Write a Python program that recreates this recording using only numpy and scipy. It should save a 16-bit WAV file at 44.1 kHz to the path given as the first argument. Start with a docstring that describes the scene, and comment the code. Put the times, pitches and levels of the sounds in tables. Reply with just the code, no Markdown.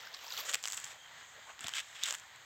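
"""A wet net, lowered into a slow stream by a man standing knee-deep, lands in a long spray of drops and bubbles.
Spray is random ticks through filters; bubbles, drips and ringing pops are decaying sines of rising pitch.
Crisp crackles (filtered noise bursts) and short rustles (gated ticks) follow close by, like handling or grass.
Water sloshes round his legs (bubbles and noise bands); one soft bump is a sum of decaying sines.
Behind: gently wavering stream wash, faint high shimmer, one narrow noise chirp, thin sine whine."""
import sys
import numpy as np
from scipy import signal
from scipy.fft import rfft, irfft, next_fast_len
from scipy.io import wavfile

SR = 44100
rng = np.random.default_rng(int(sys.argv[2]) if len(sys.argv) > 2 else 0)


def to_wav(sig):
    """Store sig (one row per channel, or 1-D mono) as 16-bit WAV at the path in sys.argv[1].

    Samples outside -1..1 are clipped; the rate is SR.
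    """
    pcm = np.clip(np.atleast_2d(sig), -1, 1) * 32767
    pcm = np.round(pcm).astype(np.int16)
    wavfile.write(sys.argv[1], SR, pcm.T)  # frames by channels


N = 108045
T = np.arange(N) / SR  # s

# Stream wash filter: (frequency [Hz], relative gain [dB])
STREAM_COLOUR = [(25, -52), (45, -4.5), (65, -2.5), (125, 1.5), (190, -7.5), (340, -9), (520, -3), (800, 4),
                 (1300, 4), (1900, 9), (2600, -0.5), (3200, 4.5), (4300, -1.5), (5600, -11), (8000, -42),
                 (9300, -31.5), (12000, -25), (16000, -23)]
STREAM_DB, STREAM_WAVER_DB = -56, 1.6

# High shimmer filter: (frequency [Hz], relative gain [dB])
SHIMMER_GAIN = [(5000, -28), (5900, -11), (6500, -1.5), (7300, -3), (8000, -7), (9000, -23.5), (11000, -76)]
# Shimmer envelope: (time [s], level [dB])
SHIMMER_LEVEL = [(0, -72), (.9, -66.5), (1.03, -63.5), (1.1, -65), (1.19, -61.5), (1.31, -61), (1.41, -65),
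                 (1.5, -59), (1.56, -66.5), (2.5, -66)]
SHIMMER_WAVER_DB = 0.36
WHINE_HZ, WHINE_RMS_DB = 14592, -76.5

# Envelope of water thrown up by the net: (time [s], level [dB])
SPLASH_LEVEL = [(0, -53.5), (.035, -51.5), (.11, -58), (.15, -50), (.2, -54.5), (.25, -48), (.29, -48.5),
                (.335, -43), (.36, -48.5), (.388, -36), (.407, -43), (.42, -46), (.48, -50.5), (.6, -67),
                (.7, -59)]
# Fine spray envelope: (time [s], level [dB])
SPRAY_LEVEL = [(0, -66), (.12, -70), (.23, -65), (.255, -53.5), (.28, -63), (.335, -50.5), (.37, -53),
               (.408, -41.5), (.42, -58), (.5, -68)]
# Drop patter filter: (frequency [Hz], relative gain [dB])
PATTER_COLOUR = [(200, -41), (340, -21.5), (480, -3), (900, -10.5), (1400, -6), (2400, -2.5), (3500, 4),
                 (5000, -3.5), (7500, -3), (9500, -26.5), (16000, -59)]
# Fine spray filter: (frequency [Hz], relative gain [dB])
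SPRAY_GAIN = [(6000, -46), (10000, -22), (11500, -6.5), (13000, 3), (16000, -3)]
DROPS_PER_S, DROP_SPREAD_DB, PATTER_DB = 5000, 4.5, -3
BUBBLES_PER_S, BUBBLE_LOW_HZ, BUBBLE_HIGH_HZ, BUBBLE_DB = 520, 801, 6410, -5.5
BUBBLE_DECAY_CYCLES, BUBBLE_RISE_PER_DECAY, BUBBLE_SPREAD_DB = 5.58, 0.0666, 4
# Single drips, and short ringing pops within the crackles: (time [s], frequency [Hz], level [dB])
DRIP_AND_POP_EVENTS = [(0.033, 1340, -43.5), (0.071, 1450, -38), (.073, 4840, -39), (.141, 4540, -33.5),
                       (.145, 3880, -30.5), (0.1468, 5100, -35), (.24, 986, -45), (.266, 4630, -35.5),
                       (.281, 5200, -34), (.305, 4640, -30), (0.323, 3760, -28.5), (.339, 4370, -32),
                       (0.344, 1260, -48), (0.352, 2670, -43), (0.339, 1300, -39), (.369, 4180, -31),
                       (0.375, 3270, -29), (0.383, 1070, -60), (.5446, 2270, -24.5), (1.643, 3170, -29),
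                       (1.737, 2950, -25), (2.0302, 3120, -29), (2.0352, 3510, -20.5), (2.0363, 3360, -26),
                       (2.0414, 3600, -28), (2.237, 1385, -49)]

# Sloshes round legs and net: (centre time [s], swell length [s], centre frequency [Hz], level [dB])
SLOSH_EVENTS = [(.11, .09, 756, -62), (.245, 0.024, 740, -54.5), (0.389, 0.039, 523, -57),
                (0.482, 0.084, 606, -53.5), (.541, .018, 590, -47), (.93, .08, 716, -60.5),
                (1.381, 0.037, 595, -58), (1.501, 0.054, 913, -51), (1.612, .02, 277, -61),
                (1.497, .025, 2030, -49), (2.105, .03, 603, -55), (2.24, 0.077, 960, -68),
                (2.419, 0.048, 600, -70)]
SLOSH_BUBBLES_PER_S, SLOSH_PITCH_RATIO, SLOSH_DECAY_CYCLES = 500, 1.4, 2.54
SLOSH_Q, SLOSH_CLOUD_GAIN, SLOSH_WASH_GAIN = 1.73, 0.54, 0.44

# Sharp close crackles: (time [s], relative body level [dB], relative crisp top level [dB])
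CRACKLE_EVENTS = [(0.1454, -46, -47), (.4901, -47, -47), (0.494, -42, -33.5), (.5016, -50, -38),
                  (0.5137, -45, -39), (0.5152, -37, -39), (.5287, -32.5, -42), (0.5364, -31, -32),
                  (0.5406, -41, -27.5), (0.5446, -22, -24), (0.554, -28, -29.5), (0.6282, -55, -40.5),
                  (0.639, -28.5, -33), (0.6466, -35.5, -43), (0.6554, -27.5, -33), (.6637, -57, -41),
                  (0.675, -31.5, -32), (0.683, -34.5, -29), (0.7014, -37, -37), (.7116, -42, -39),
                  (.7221, -37.5, -32.5), (0.732, -30, -33.5), (0.7407, -38, -40), (0.7452, -66, -34),
                  (0.7698, -42, -37), (.7736, -39, -33), (.777, -32, -54), (0.784, -58, -49),
                  (0.8003, -49, -39), (0.8407, -38, -42), (0.8439, -48, -33), (0.854, -48, -41),
                  (0.8665, -41.5, -57), (1.5925, -40, -50.5), (1.6074, -42, -38), (1.6394, -48, -43),
                  (1.6427, -34, -42.5), (1.6655, -31.5, -57), (1.6698, -35, -36), (1.6828, -28.5, -34.5),
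                  (1.6917, -34.5, -38), (1.7374, -32.5, -36.5), (1.7522, -44, -36.5), (1.7635, -47, -43),
                  (1.768, -32, -40.5), (1.7835, -28, -44), (1.8013, -36, -42), (2.0361, -35, -25.5),
                  (2.041, -46, -35), (2.059, -38, -33.5), (2.062, -32.5, -46), (2.0749, -37, -38),
                  (2.086, -31, -33.5), (2.108, -28, -28.5), (2.1251, -32, -32.5), (2.1398, -33, -40),
                  (2.1463, -33, -36), (2.1505, -35, -36), (2.185, -46, -45.5), (2.198, -51, -46),
                  (2.36, -49, -52)]
CRACKLE_BODY_DB, CRACKLE_TOP_DB = 13.5, 16  # added to the table levels
SNAP_RISE_S, SNAP_DECAY_S, TAIL_DECAY_S, TAIL_DB = 0.00013, 0.00043, 0.0025, -7.5
# Crackle and rustle body filter: (frequency [Hz], relative gain [dB])
BODY_COLOUR = [(120, -29), (400, -19), (750, -6.5), (1500, 1.5), (2400, 0.5), (3300, 5), (4300, -5),
               (5500, -6), (9000, -42), (16000, -56)]
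# Crackle and rustle crisp top filter: (frequency [Hz], relative gain [dB])
TOP_COLOUR = [(2500, -29.5), (4500, -12.5), (5800, -8.5), (7000, 0.5), (7800, 0.5), (8500, -9),
              (9500, -22.5), (11500, -21.5), (13000, -19), (16000, -23.5)]

# Close rustles: (start [s], length [s], body level [dB], top level [dB], body centre frequency [Hz])
RUSTLE_EVENTS = [(0.443, 0.093, -49, -47.5, 1910), (0.483, 0.029, -40.5, -47.5, 1680),
                 (0.531, 0.024, -31.5, -42, 2130), (.55, 0.055, -57, -76, 2050),
                 (0.626, 0.17, -56.5, -50, 1600), (0.771, 0.12, -57.5, -54, 2060),
                 (0.875, 0.062, -58.5, -57, 1830), (0.896, 0.081, -63, -66.5, 2500),
                 (1.597, 0.15, -52, -57.5, 2040), (1.741, 0.077, -38.5, -46, 2420),
                 (1.804, 0.16, -62, -63, 4900), (1.945, 0.13, -51.5, -58.5, 2700),
                 (2.016, 0.057, -45.5, -56, 3400), (2.052, .068, -44, -46.5, 2670),
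                 (2.064, 0.099, -49, -51.5, 1240), (2.143, 0.067, -79, -62, 3500)]
RUSTLE_TICKS_PER_S, RUSTLE_SPREAD_DB, RUSTLE_Q = 3500, 2, 1
RUSTLE_ATTACK_S, RUSTLE_RELEASE_S = 0.011, 0.016

# Faint narrow chirps: (centre time [s], swell length [s], frequency [Hz], level [dB])
CHIRP_EVENTS = [(1.031, 0.065, 3180, -57)]
CHIRP_Q = 34

# Bump modes: (frequency [Hz], relative level [dB])
BUMP_PARTIALS = [(100, 2), (150, 0.5), (235, -0.5), (340, -7.5), (690, 1.5)]
BUMP_S, BUMP_DB, BUMP_RISE_S, BUMP_DECAY_S, BUMP_HIGHPASS_HZ = 1.644, -40.5, 0.004, 0.0056, 60

BANK_DB, BANK_DECAY_S = -17, 0.085
RUMBLE_CUT_HZ, TOP_CUT_HZ = 44.8, 16000


def amp(db):
    """Amplitude ratio from dB."""
    return 10 ** (np.asarray(db) / 20)


def unit(x):
    """Scale to rms 1."""
    return x / np.sqrt(np.mean(x ** 2) + 1e-20)


def add(out, time_s, sound):
    """Mix a sound in at time_s, cut at the end of the scene."""
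    i = int(np.clip(time_s * SR, 0, N - 1))
    out[i:i + len(sound)] += sound[:N - i]


def curve(points):
    """Gain envelope, linear in dB; -120 dB after the last point."""
    time_s, db = np.array(points).T
    return amp(np.interp(T, time_s, db, right=-120))


def swell(centre_s, length_s):
    """Gaussian rise and fall, down to exp(-2) at length_s either side."""
    return np.exp(-2 * ((T - centre_s) / length_s) ** 2)


def colour(x, points):
    """Minimum-phase filter of unit energy, dB interpolated over log frequency."""
    hz, db = np.array(points).T
    n = 2 * next_fast_len(N)
    bin_hz = np.arange(n // 2 + 1) * SR / n
    gain = unit(amp(np.interp(np.log(bin_hz + 1), np.log(hz), db)))
    # Folding the cepstrum makes the response causal.
    cepstrum = irfft(np.log(gain))
    cepstrum[1:n // 2] *= 2
    cepstrum[n // 2 + 1:] = 0
    response = np.exp(rfft(cepstrum))
    return irfft(rfft(x, n) * response)[:N]


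def band(x, hz, q):
    """One resonance, scaled to rms 1."""
    b, a = signal.iirpeak(hz, max(q, hz / 15000), fs=SR)
    return unit(signal.lfilter(b, a, x))


def highpass(x, cut_hz):
    """Second-order Butterworth high-pass."""
    return signal.sosfilt(signal.butter(2, cut_hz, "high", fs=SR, output="sos"), x)


def walk(points_per_s):
    """Random values joined by straight lines, rms 1."""
    return unit(np.interp(T * points_per_s, np.arange(N), rng.standard_normal(N)))


def ticks(per_s, spread_db):
    """Random impacts of uneven size and either sign, rms 1."""
    size = amp(spread_db * np.minimum(rng.exponential(size=N), 4))
    hit = rng.random(N) < per_s / SR
    return unit(hit * size * rng.choice([-1, 1], N))


def stream():
    """Stream wash: dense coloured ticks, level wavering at random."""
    wash = colour(ticks(per_s=14000, spread_db=2.5), STREAM_COLOUR)
    return wash * amp(STREAM_DB + STREAM_WAVER_DB * walk(14))


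def shimmer(hiss):
    """High shimmer: coloured noise under an envelope with fast, slight waver."""
    high = colour(hiss, SHIMMER_GAIN)
    return high * curve(SHIMMER_LEVEL) * amp(SHIMMER_WAVER_DB * walk(40.2))


def whine():
    """Thin whine: one steady sine."""
    return amp(WHINE_RMS_DB) * np.sqrt(2) * np.sin(2 * np.pi * WHINE_HZ * T)


def bubble(hz, cycles=BUBBLE_DECAY_CYCLES):
    """A bubble rings as a sine, decaying by 1/e in the given cycles while its pitch rises."""
    age = T[:int(5 * cycles / hz * SR)] * hz / cycles  # in decay times
    ring = np.sin(2 * np.pi * cycles * age * (1 + BUBBLE_RISE_PER_DECAY * age / 2))
    attack = 1 - np.exp(-age * cycles * 2)
    return ring * np.exp(-age) * attack


def bubbles(per_s, low_hz, high_hz):
    """Cloud of bubbles at random times, pitches and sizes, rms 1."""
    out = np.zeros(N)
    ratio = high_hz / low_hz
    for when, pitch, size in rng.random(size=(4000, 3))[:int(per_s * N / SR)]:
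        level = amp(-BUBBLE_SPREAD_DB * np.log(size + 0.039))
        tilt = ratio ** (pitch * .7)  # higher bubbles louder
        add(out, when * N / SR, bubble(low_hz * ratio ** pitch) * level * tilt)
    return unit(out)


def splash():
    """Net meets water: drop impacts and bubbles share one envelope, fine spray has its own."""
    patter = colour(ticks(DROPS_PER_S, DROP_SPREAD_DB), PATTER_COLOUR)
    cloud = bubbles(BUBBLES_PER_S, BUBBLE_LOW_HZ, BUBBLE_HIGH_HZ)
    thrown = curve(SPLASH_LEVEL) * (amp(PATTER_DB) * patter + amp(BUBBLE_DB) * cloud)
    spray = colour(ticks(per_s=1800, spread_db=4.0), SPRAY_GAIN)
    return thrown + curve(SPRAY_LEVEL) * spray


def drips_and_pops():
    """Single drips, and short ringing pops within the crackles: decaying sines of rising pitch."""
    out = np.zeros(N)
    for time_s, hz, db in DRIP_AND_POP_EVENTS:
        add(out, time_s, amp(db) * bubble(hz))
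    return out


def sloshes():
    """Each slosh is a short swell of churned water (a noise band) and larger bubbles."""
    out, churn = np.zeros(N), rng.standard_normal(N)
    for centre_s, length_s, hz, db in SLOSH_EVENTS:
        cloud = np.zeros(N)
        count = int(SLOSH_BUBBLES_PER_S * length_s) + 1
        for a, b, pitch, size in rng.random(size=(100, 4))[:count]:
            time_s = centre_s + length_s * (a + b - 1) * 0.76
            bubble_hz = hz * SLOSH_PITCH_RATIO ** (2 * pitch - 1)
            add(cloud, time_s, size * bubble(bubble_hz, SLOSH_DECAY_CYCLES))
        cloud = unit(cloud) * np.sqrt(length_s * SR / N)  # energy grows with length_s
        wash = band(band(churn, hz, SLOSH_Q), hz, SLOSH_Q) * swell(centre_s, length_s)
        out += amp(db) * (SLOSH_CLOUD_GAIN * cloud + SLOSH_WASH_GAIN * wash)
    return out


def snap(response):
    """A sub-millisecond noise burst rings the response; a weaker, longer tail follows."""
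    t = T[:SR // 50] - T[SR // 1000]  # 1 ms lead-in
    noise = rng.standard_normal((2, len(t)))
    burst = noise[0] * np.exp(-abs(t) / np.where(t < 0, SNAP_RISE_S, SNAP_DECAY_S))
    burst += 2.52 * (t == 0)  # click at the peak
    scatter = noise[1] * (t > 0) * np.exp(-abs(t) / TAIL_DECAY_S)
    head = np.convolve(burst, response)
    tail = np.convolve(scatter, response)
    return head / np.linalg.norm(head) + amp(TAIL_DB) * tail / np.linalg.norm(tail)


def crackles():
    """Each crackle is two snaps: a mid body and a crisp top."""
    out = np.zeros(N)
    impulse = 1. * (T == 0)
    body = colour(impulse, BODY_COLOUR)[:512]
    top = colour(impulse, TOP_COLOUR)[:512]
    for time_s, body_db, top_db in CRACKLE_EVENTS:
        body_snap = amp(body_db + CRACKLE_BODY_DB) * snap(body)
        top_snap = amp(top_db + CRACKLE_TOP_DB) * snap(top)
        add(out, time_s - .0008, body_snap + top_snap)  # offsets most of the lead-in
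    return out


def rustles():
    """Close rustles, like handling or grass: gated dense ticks with a mid body and a crisp top."""
    grain, out = ticks(RUSTLE_TICKS_PER_S, RUSTLE_SPREAD_DB), np.zeros(N)
    mid, crisp = colour(grain, BODY_COLOUR), colour(grain, TOP_COLOUR)
    for start_s, length_s, body_db, top_db, hz in RUSTLE_EVENTS:
        attack = np.clip((T - start_s) / RUSTLE_ATTACK_S, 0, 1)
        release = np.clip((start_s + length_s - T) / RUSTLE_RELEASE_S, 0, 1)
        body = amp(body_db) * band(mid, hz, RUSTLE_Q)
        out += attack * release * (body + amp(top_db) * crisp)
    return out


def chirps(hiss):
    """Faint chirp: a swell of narrow-band noise."""
    out = np.zeros(N)
    for centre_s, length_s, hz, db in CHIRP_EVENTS:
        out += amp(db) * swell(centre_s, length_s) * band(hiss, hz, CHIRP_Q)
    return out


def bump():
    """One soft, low knock: sine modes under a shared rise and decay."""
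    t = np.maximum(T - BUMP_S, 0)
    modes = sum(amp(db) * np.sin(2 * np.pi * hz * t) for hz, db in BUMP_PARTIALS)
    knock = np.exp(-t / BUMP_DECAY_S) * (1 - np.exp(-t / BUMP_RISE_S)) * modes
    return amp(BUMP_DB) * highpass(knock, BUMP_HIGHPASS_HZ)


def banks(near):
    """Faint scatter off the banks: convolution with decaying noise of unit energy."""
    scatter = rng.standard_normal(N) * np.exp(-T / BANK_DECAY_S)
    return amp(BANK_DB) * signal.fftconvolve(near, scatter / np.linalg.norm(scatter))[:N]


def scene():
    """Near sounds with bank scatter, over the unscattered background."""
    near = splash() + drips_and_pops() + sloshes() + rustles() + crackles() + bump()
    scattered = near + banks(near)
    wash = stream()
    hiss = rng.standard_normal(N)  # shared by shimmer and chirps
    background = wash + shimmer(hiss) + chirps(hiss) + whine()
    return (scattered + background)[None]


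def record(dry):
    """Cut the rumble gently and the top steeply."""
    dry = highpass(dry, RUMBLE_CUT_HZ)
    # 0.2 dB passband ripple, 70 dB stopband
    return signal.sosfilt(signal.ellip(10, .2, 70, TOP_CUT_HZ, fs=SR, output="sos"), dry)


dry = scene()
out = record(dry)
to_wav(out)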